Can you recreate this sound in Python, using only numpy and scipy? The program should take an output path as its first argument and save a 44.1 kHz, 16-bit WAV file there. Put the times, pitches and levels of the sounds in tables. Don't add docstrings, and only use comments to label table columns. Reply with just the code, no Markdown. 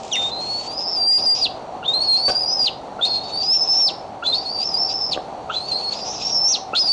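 import sys
import numpy as np
from scipy import signal
from scipy.fft import rfft, irfft, next_fast_len
from scipy.io import wavfile
from scipy.ndimage import uniform_filter1d, minimum_filter1d

SR = 44100
rng = np.random.default_rng(int(sys.argv[2]) if len(sys.argv) > 2 else 0)


def master_out(mix):
    frames = np.transpose(np.atleast_2d(mix))
    ceiling = np.clip(frames, -1, 1)
    pcm = np.round(ceiling * 32767).astype(np.int16)
    wavfile.write(sys.argv[1], SR, pcm)


N = 305172

# frequency_hz, relative_db
DRONE_SPECTRUM = [(12, -57.5), (20, -25), (110, -16), (172, -13.5), (339, -12.5), (489, -10.5), (764, -4.5),
                  (1260, -20), (1630, -29.5), (3680, -34.5), (4540, -29), (4910, -43), (5750, -37),
                  (8080, -47), (10500, -54.5), (13600, -103), (22000, -120)]
# frequency_hz, level_db
MAINS_HARMONICS = [(60, -63.5), (120, -63.5)]
# start_s, end_s, level_db
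FEATHER_STROKES = [(0., 0.084, -45.5), (0.085, 0.305, -42), (0.402, 0.68, -42.5)]
# frequency_hz, relative_db, t60_s
STICK_MODES = [(338, -16, 0.036), (577, -0.5, 0.014), (744, -9.5, 0.074), (1160, -12.5, 0.034),
               (1550, -6, 0.011), (2800, -39, .01)]
# start_s, relative_db, contact_ms
STICK_BLOWS = [(2.282, 5, 0.95), (2.29, -10, 0.49), (2.295, -21, 0.99), (2.3, 1.5, 0.82), (2.304, -4, 0.37),
               (2.599, -15, 0.74), (2.991, -12.5, 1), (5.163, -6, 1), (5.175, -4, 0.58), (5.191, -14, 0.98),
               (5.285, -22, 0.79), (6.732, -6.5, 0.92)]
# start_s, length_s, relative_db
TWIG_CRUNCHES = [(2.28, 0.029, -23), (2.574, 0.033, -53)]
# time_s, pitch_hz, level_db, overtone_relative_db
CHIRP_CONTOUR = [(.117, 3710, -26, -20), (.124, 3390, -23.5, -19), (.134, 2960, -20, 5.5),
                 (.143, 2890, -18, -4), (.154, 2746, -28, -14), (.157, 2820, -14, -8)]
# start_s, length_s, from_hz, to_hz, peak_db, overtone_relative_db
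PEEP_GLIDES = [(0.153, 0.026, 2220, 1960, -30, -28), (1.825, 0.016, 1420, 1400, -34, -6),
               (2.986, 0.029, 1350, 1400, -31.5, -20), (4.222, .021, 1310, 1460, -24.5, -13.5),
               (5.494, .024, 1250, 1520, -24, -18), (6.73, 0.029, 1260, 1450, -24, -5.5)]
# time_s, pitch_hz, level_db
SPLIT_CONTOURS = [
    [(.30, 3560, -34), (.34, 3760, -41), (.40, 3850, -41)],
    [(.85, 4800, -36), (.89, 4820, -35), (.96, 4750, -32)],
    [(2.46, 5560, -38), (2.53, 6000, -32), (2.6, 5440, -48)],
    [(3.07, 3650, -42), (3.2, 3700, -44), (3.31, 3750, -42), (3.41, 3750, -47)],
    [(4.79, 4870, -36), (4.87, 4600, -37), (4.89, 5220, -26), (4.925, 5480, -34), (4.94, 5000, -41),
     (5.1, 5020, -30.5)],
    [(5.74, 4240, -36), (5.78, 4380, -32), (5.815, 4380, -38)],
    [(6.15, 5000, -37), (6.25, 4850, -37), (6.32, 5000, -35.5), (6.385, 5190, -20)],
    [(6.478, 5770, -28), (6.495, 6085, -19), (6.52, 6170, -22), (6.535, 5760, -39)],
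]
# centre_hz, width_hz, relative_db
THROAT_FORMANTS = [(2643, 720, 5), (3870, 1900, 8.5), (4550, 2000, -15), (6460, 2500, 2)]
# start_s, from_hz, to_hz, from_db, to_db, rasp_relative_db
SQUEAL_NOTES = [
    [(.15, 3620, 3656, -24, -23, -24), (.285, 3670, 3750, -27, -41, -15),
     (.315, 4035, 4323, -30, -28, -20.5), (.5, 4340, 4440, -23.5, -25, -25),
     (.6, 4450, 4390, -27, -39.5, -16), (.666, 4490, 5060, -30, -32, -21),
     (.775, 5045, 5164, -24, -24, -17.5), (.833, 5170, 5040, -27, -27, -24),
     (.861, 5135, 5340, -25.5, -22, -33), (.908, 5356, 5165, -25.5, -23.5, -31),
     (.963, 4840, 4704, -21.5, -18, -31), (1.04, 4700, 4780, -18.5, -19, -37),
     (1.075, 4765, 4800, -7, -10.5, -32), (1.18, 4705, 4990, -20.5, -20, -13.5),
     (1.265, 4798, 4795, -7, -19.5, -37), (1.35, 4920, 4970, -26.5, -25.5, -2),
     (1.41, 4880, 4760, -24, -12.5, -14)],
    [(1.837, 2650, 3490, -40.5, -25.5, -4), (1.865, 3550, 3550, -18, -39, -21),
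     (1.88, 3650, 3794, -12, -28, -27), (1.937, 4090, 4240, -16, -19, -30),
     (1.985, 4200, 4470, -27, -14.5, -28), (2.038, 4380, 4310, -20.5, -22, -16.5),
     (2.087, 4268, 4210, -11.5, -13, -25.5), (2.168, 4346, 4360, -16, -23, -14.5),
     (2.225, 4440, 4614, -24.5, -9, -23), (2.28, 4540, 4760, -20, -14.5, -13),
     (2.325, 4760, 4700, -21, -29, -15), (2.351, 4800, 4756, -17, -20, -36),
     (2.395, 4930, 4720, -20.5, -22, -28), (2.465, 4850, 5130, -25, -17.5, -20),
     (2.545, 5170, 5010, -22, -18.5, -24), (2.598, 4930, 4800, -16.5, -15.5, -16.5)],
    [(3.013, 3350, 3531, -26, -23, -10), (3.029, 3607, 3690, -12, -10, -18),
     (3.053, 4220, 4360, -17, -26, -11.5), (3.098, 4315, 4224, -22, -18.5, -14),
     (3.168, 4236, 4320, -21, -38, -17), (3.235, 4480, 4430, -30, -38, -12),
     (3.32, 4490, 4510, -31.5, -22.5, -21), (3.365, 4460, 4790, -22, -23, -20),
     (3.393, 4660, 4600, -20, -22.5, -18), (3.43, 4820, 4980, -26, -25, -7.5),
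     (3.475, 4950, 5304, -19.5, -11.5, -34), (3.535, 5410, 5300, -4.5, -19, -19.5),
     (3.585, 5110, 5256, -28.5, -14.5, -19), (3.628, 5170, 5420, -16, -34.5, -11.5),
     (3.676, 5180, 5350, -22, -10.5, -19), (3.735, 5240, 5410, -14.5, -13.5, -16),
     (3.79, 5520, 5250, -14.5, -11, -24)],
    [(4.238, 3370, 3500, -36, -17.5, -8), (4.271, 4080, 4140, -16.5, -18.5, -24),
     (4.325, 3710, 3710, -22, -11, -11.5), (4.346, 4255, 4910, -18.5, -37.5, -10),
     (4.45, 4290, 4740, -27, -28.5, -13.5), (4.55, 4680, 4760, -26.5, -21.5, -16.5),
     (4.643, 5300, 5380, -26, -17, -17), (4.682, 5330, 4900, -23, -32, -15),
     (4.71, 5200, 4890, -22, -27, -13), (4.737, 4750, 4930, -15.5, -23.5, -21),
     (4.78, 5290, 5390, -22.5, -18.5, -32), (4.826, 5350, 5430, -16, -27, -28),
     (4.882, 4710, 5010, -28, -23, -9), (4.932, 5290, 5330, -21, -32.5, -19),
     (5.012, 5310, 5310, -20.5, -29.5, -23)],
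    [(5.497, 2665, 3565, -41.5, -28, -2), (5.56, 4020, 4490, -24.5, -33, -18),
     (5.685, 4510, 4330, -23, -37, -16), (5.716, 4165, 4320, -17.5, -28.5, -17.5),
     (5.818, 4450, 4330, -29, -23, -22), (5.857, 4274, 4385, -26, -21, -16),
     (5.9, 4400, 4370, -32.5, -24, -13), (5.934, 4570, 5060, -38, -31.5, -4),
     (5.985, 4900, 4750, -37, -31.5, -1), (6.051, 5040, 5220, -39.5, -35, 6.5),
     (6.1, 5426, 5580, -32, -38.5, 4), (6.14, 5520, 5260, -33.5, -40.5, 1),
     (6.226, 5390, 5500, -26.5, -19.5, -15), (6.28, 5590, 5330, -24.5, -16, -15.5),
     (6.388, 5294, 5360, -19, -19.5, -29), (6.44, 5344, 5460, -17, -7.5, -19),
     (6.48, 5530, 5740, -17, -17, -4.5)],
    [(6.75, 3280, 3535, -33, -10, 3), (6.77, 4246, 4306, -13.5, -17, -10),
     (6.795, 5120, 5030, -11.5, -17, -14), (6.83, 4760, 4950, -24, -17, -16),
     (6.875, 4790, 4460, -18.5, -15, -16), (6.895, 4500, 4590, -11, -13, -16)],
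]
# droop_s, snap_s, foot_of_fall_db
SQUEAL_ENDINGS = [(1.437, 1.451, -28), (2.654, 2.669, -24), (3.866, 3.885, -38), (5.108, 5.131, -33),
                  (6.522, 6.548, -36), (6.92, 6.95, -30)]
# start_s, end_s, flutter_fraction
WHISTLE_FLUTTERS = [(.3, .49, .35), (.775, .96, .35), (1.18, 1.262, .8), (1.353, 1.42, .8),
                    (1.99, 2.085, .45), (2.17, 2.24, .5), (2.29, 2.66, .6), (3.055, 3.2, .3),
                    (3.2, 3.47, .5), (3.58, 3.67, .3), (3.67, 3.8, .55), (4.27, 4.33, .5),
                    (4.37, 5.11, .65), (5.52, 5.71, .6), (5.74, 5.82, .5), (5.9, 6.33, .7),
                    (6.33, 6.385, .4), (6.48, 6.54, .5), (6.83, 6.88, .5)]
# start_s, end_s, rate_hz, depth_fraction
WHISTLE_PURRS = [(.775, .86, 215, .9), (.86, .96, 175, .7), (5.765, 5.82, 230, .6)]

DRONE_DB, RESONANCE_HZ, RESONANCE_WIDTH_HZ, RESONANCE_DB = -33.5, 767.4, 64, -40.5
WOOD_T60_S, WOOD_DB = 0.32, -12.5
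PEEP_EDGE_DB = -11.5
BREATH_DB, BREATH_SLOPE = -27.5, 0.49
JUMP_S, EASE_S = .003, .009
SNAP_HZ, SNAP_DB, SNAP_RASP_DB = 3950, -15, -6
FALL_S, FALL_HZ, TAIL_S, TAIL_DB, TAIL_RASP_DB = .017, 2701, .012, -43.5, 0
CALM_FLUTTER, FLUTTER_HZ, JITTER_HZ, WOBBLE_HZ = .12, 110, 55, 18
OCTAVE_DB, OCTAVE_TOP_HZ, OCTAVE_PATCHY_DB = -30, 5050, 4
RASP_HZ, RASP_ABOVE_HZ = 600, 350
LIMIT_TOP, LIMIT_S, CLIP_TOP, CLIP_KNEE, CLIP_SKEW, TOP_HZ = .295, .001, .26, 16., .008, 10600


def undb(db):
    return 10 ** (np.asarray(db) / 20)


def unit(x):
    return x / np.sqrt(np.mean(x ** 2))


def noise(shape):
    hz = np.arange(N // 2 + 1) * SR / N + 1e-3
    return unit(irfft(rfft(rng.standard_normal(N)) * shape(hz), N))


def walk(rate_hz):
    return noise(lambda hz: 1 / (1 + (hz / rate_hz) ** 4))


def turn(hz):
    return 2 * np.pi * np.cumsum(hz) / SR


def scattered(phase, width_hz):
    return (walk(width_hz) * np.sin(phase) + walk(width_hz) * np.cos(phase)) / np.sqrt(2)


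def contours(tables, fade_s=0.0034):
    t = np.arange(N) / SR
    times, *columns = np.vstack(tables).T
    gate = sum(np.clip(np.minimum(t - rows[0][0], rows[-1][0] - t) / fade_s + 1, 0, 1) for rows in tables)
    return gate, [np.interp(t, times, column) for column in columns]


def stretches(rows, base):
    out = np.full(N, float(base))
    for start, end, value in rows:
        out[int(start * SR):int(end * SR)] = value
    return uniform_filter1d(out, size=200)


def drone():
    hz, db = np.transpose(DRONE_SPECTRUM)
    far = noise(lambda f: undb(np.interp(np.log(f), np.log(hz), db)))
    low = signal.sosfilt(signal.butter(2, 450, fs=SR, output="sos"), far)
    swell = walk(3.8)
    bass = low * undb(0.47 * swell + 0.49 * walk(2.2))
    treble = (far - low) * undb(0.61 * swell + 0.57 * walk(8.7))
    hum = sum(np.sqrt(2) * undb(level_db + 0.93 * walk(2.5)) * np.sin(turn(np.full(N, f)))
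              for f, level_db in MAINS_HARMONICS)
    resonance = noise(lambda f: 1 / (1 + (2 * (f - RESONANCE_HZ) / RESONANCE_WIDTH_HZ) ** 2))
    return undb(DRONE_DB) * (bass + treble) + undb(RESONANCE_DB) * resonance + hum


def woodland(near):
    t = np.arange(SR // 2) / SR
    envelope = np.exp(-np.log(1000) * t / WOOD_T60_S) * np.minimum(t / 0.0058, 1)
    response = rng.standard_normal(len(t)) * envelope
    return undb(WOOD_DB) * signal.fftconvolve(near, response / np.sqrt(np.sum(response ** 2)))[:N]


def feathers():
    grains = rng.standard_normal(N) * undb(2.7 * rng.exponential(size=N) + 2 * walk(25))
    hiss = unit(signal.sosfilt(signal.butter(6, [2300, 7500], "band", fs=SR, output="sos"), grains))
    return hiss * stretches([(start, end, undb(db)) for start, end, db in FEATHER_STROKES], 0)


def sticks():
    force, t = np.zeros(N), np.arange(N) / SR
    for start_s, db, contact_ms in STICK_BLOWS:
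        pulse = np.hanning(max(int(contact_ms * SR / 1000), 3) + 2)
        start = int(start_s * SR)
        force[start:start + len(pulse)] += undb(db) * pulse / pulse.sum()
    ring = sum(undb(db) * np.exp(-np.log(1000) * t[:4000] / t60) * np.sin(2 * np.pi * hz * t[:4000])
               for hz, db, t60 in STICK_MODES)
    vibration = signal.fftconvolve(force, 0.44 * ring)[:N]
    knocks = signal.sosfilt(signal.butter(3, 340, "high", fs=SR, output="sos"), vibration)
    clicks = unit(rng.standard_normal(N) * undb(3.0 * rng.exponential(size=N)))
    airborne = unit(signal.sosfilt(signal.butter(2, [400, 4500], "band", fs=SR, output="sos"), clicks))
    through_wood = unit(signal.fftconvolve(clicks, ring)[:N])
    tread = sum(undb(db) * np.clip(np.minimum(t - start, start + length - t) / 0.0017, 0, 1)
                for start, length, db in TWIG_CRUNCHES)
    return knocks + tread * (airborne + 1.32 * through_wood)


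def peeps():
    arches = [[(start + k * length, hz + k * (to_hz - hz), db + PEEP_EDGE_DB * abs(2 * k - 1), over_db)
               for k in (0, .5, 1)]
              for start, length, hz, to_hz, db, over_db in PEEP_GLIDES]
    gate, (hz, db, overtone_db) = contours([CHIRP_CONTOUR] + arches)
    phase = turn(hz + 30 * walk(124))
    tone = np.sin(phase) + undb(overtone_db) * np.sin(2 * phase)
    return gate * np.sqrt(2) * undb(db + 3.4 * walk(200)) * tone


def second_whistle():
    gate, (hz, db) = contours(SPLIT_CONTOURS)
    phase = turn(hz)
    return gate * np.sqrt(2) * undb(db) * (.55 * np.sin(phase) + .85 * scattered(phase, 170))


def breath(effort_db):
    hiss = noise(lambda f: sum(undb(db) / (1 + (2 * (f - centre) / width) ** 2) ** 2
                               for centre, width, db in THROAT_FORMANTS))
    return hiss * undb(BREATH_DB + BREATH_SLOPE * effort_db + 5.4 * walk(13.5))


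def purr():
    rate_hz = stretches([(start, end, hz) for start, end, hz, _ in WHISTLE_PURRS], 0)
    depth = stretches([(start, end, fraction) for start, end, _, fraction in WHISTLE_PURRS], 0)
    throb = np.sin(turn(rate_hz * (1 + .12 * walk(40))))
    return (1 + depth * throb) / np.sqrt(1 + depth ** 2 / 2)


def octave(phase, hz, db):
    harmonic = undb(OCTAVE_DB + db) * (.4 * np.sin(2 * phase) + scattered(2 * phase, 350))
    return harmonic * undb(OCTAVE_PATCHY_DB * walk(14)) / (1 + (hz / OCTAVE_TOP_HZ) ** 40)


def phrase(notes, droop_s, snap_s, fall_db):
    ends = [note[0] - JUMP_S for note in notes[1:]] + [droop_s]
    points = []
    for (start, hz, to_hz, db, to_db, rasp_db), end in zip(notes, ends):
        points += [(start, hz, db, rasp_db), (end, to_hz, to_db, rasp_db)]
    return points + [(snap_s, SNAP_HZ, SNAP_DB, SNAP_RASP_DB),
                     (snap_s + FALL_S, FALL_HZ, fall_db, TAIL_RASP_DB),
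                     (snap_s + FALL_S + TAIL_S, FALL_HZ, TAIL_DB, TAIL_RASP_DB)]


def squeals():
    phrases = [phrase(notes, *ending) for notes, ending in zip(SQUEAL_NOTES, SQUEAL_ENDINGS)]
    gate, (hz, db, rasp_db) = contours(phrases)
    db = uniform_filter1d(db, size=int(EASE_S * SR))
    flutter = stretches(WHISTLE_FLUTTERS, CALM_FLUTTER)
    throbbing = purr()
    phase = turn(hz + WOBBLE_HZ * walk(18) + JITTER_HZ * flutter * walk(51.2))
    whistle = np.sqrt(1 - flutter ** 2) * np.sin(phase) + flutter * scattered(phase, FLUTTER_HZ)
    overtone = octave(phase, hz, db)
    rasp = undb(rasp_db + 0.92 * walk(60)) * scattered(turn(hz + RASP_ABOVE_HZ), RASP_HZ)
    voice = np.sqrt(2) * undb(db) * (throbbing * whistle + rasp)
    return gate * (voice + overtone + breath(db + rasp_db))


def scene():
    near = squeals() + second_whistle() + peeps() + sticks() + feathers()
    return (near + woodland(near) + drone())[None]


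def record(dry):
    envelope = np.abs(signal.hilbert(dry, next_fast_len(N), axis=1)[:, :N])
    span = int(LIMIT_S * SR)
    gain = np.minimum(1, LIMIT_TOP / (envelope + 1e-9))
    gain = uniform_filter1d(minimum_filter1d(gain, size=span), size=span)
    biased = signal.resample_poly(dry * gain, 1, 2, axis=1) + CLIP_SKEW
    clipped = biased / (1 + np.abs(biased / CLIP_TOP) ** CLIP_KNEE) ** (1 / CLIP_KNEE) - CLIP_SKEW
    full_rate = signal.resample_poly(clipped, 2, 1, axis=1)[:, :N]
    return signal.sosfilt(signal.ellip(10, .2, 80, TOP_HZ, fs=SR, output="sos"), full_rate)


dry = scene()
out = record(dry)
master_out(out)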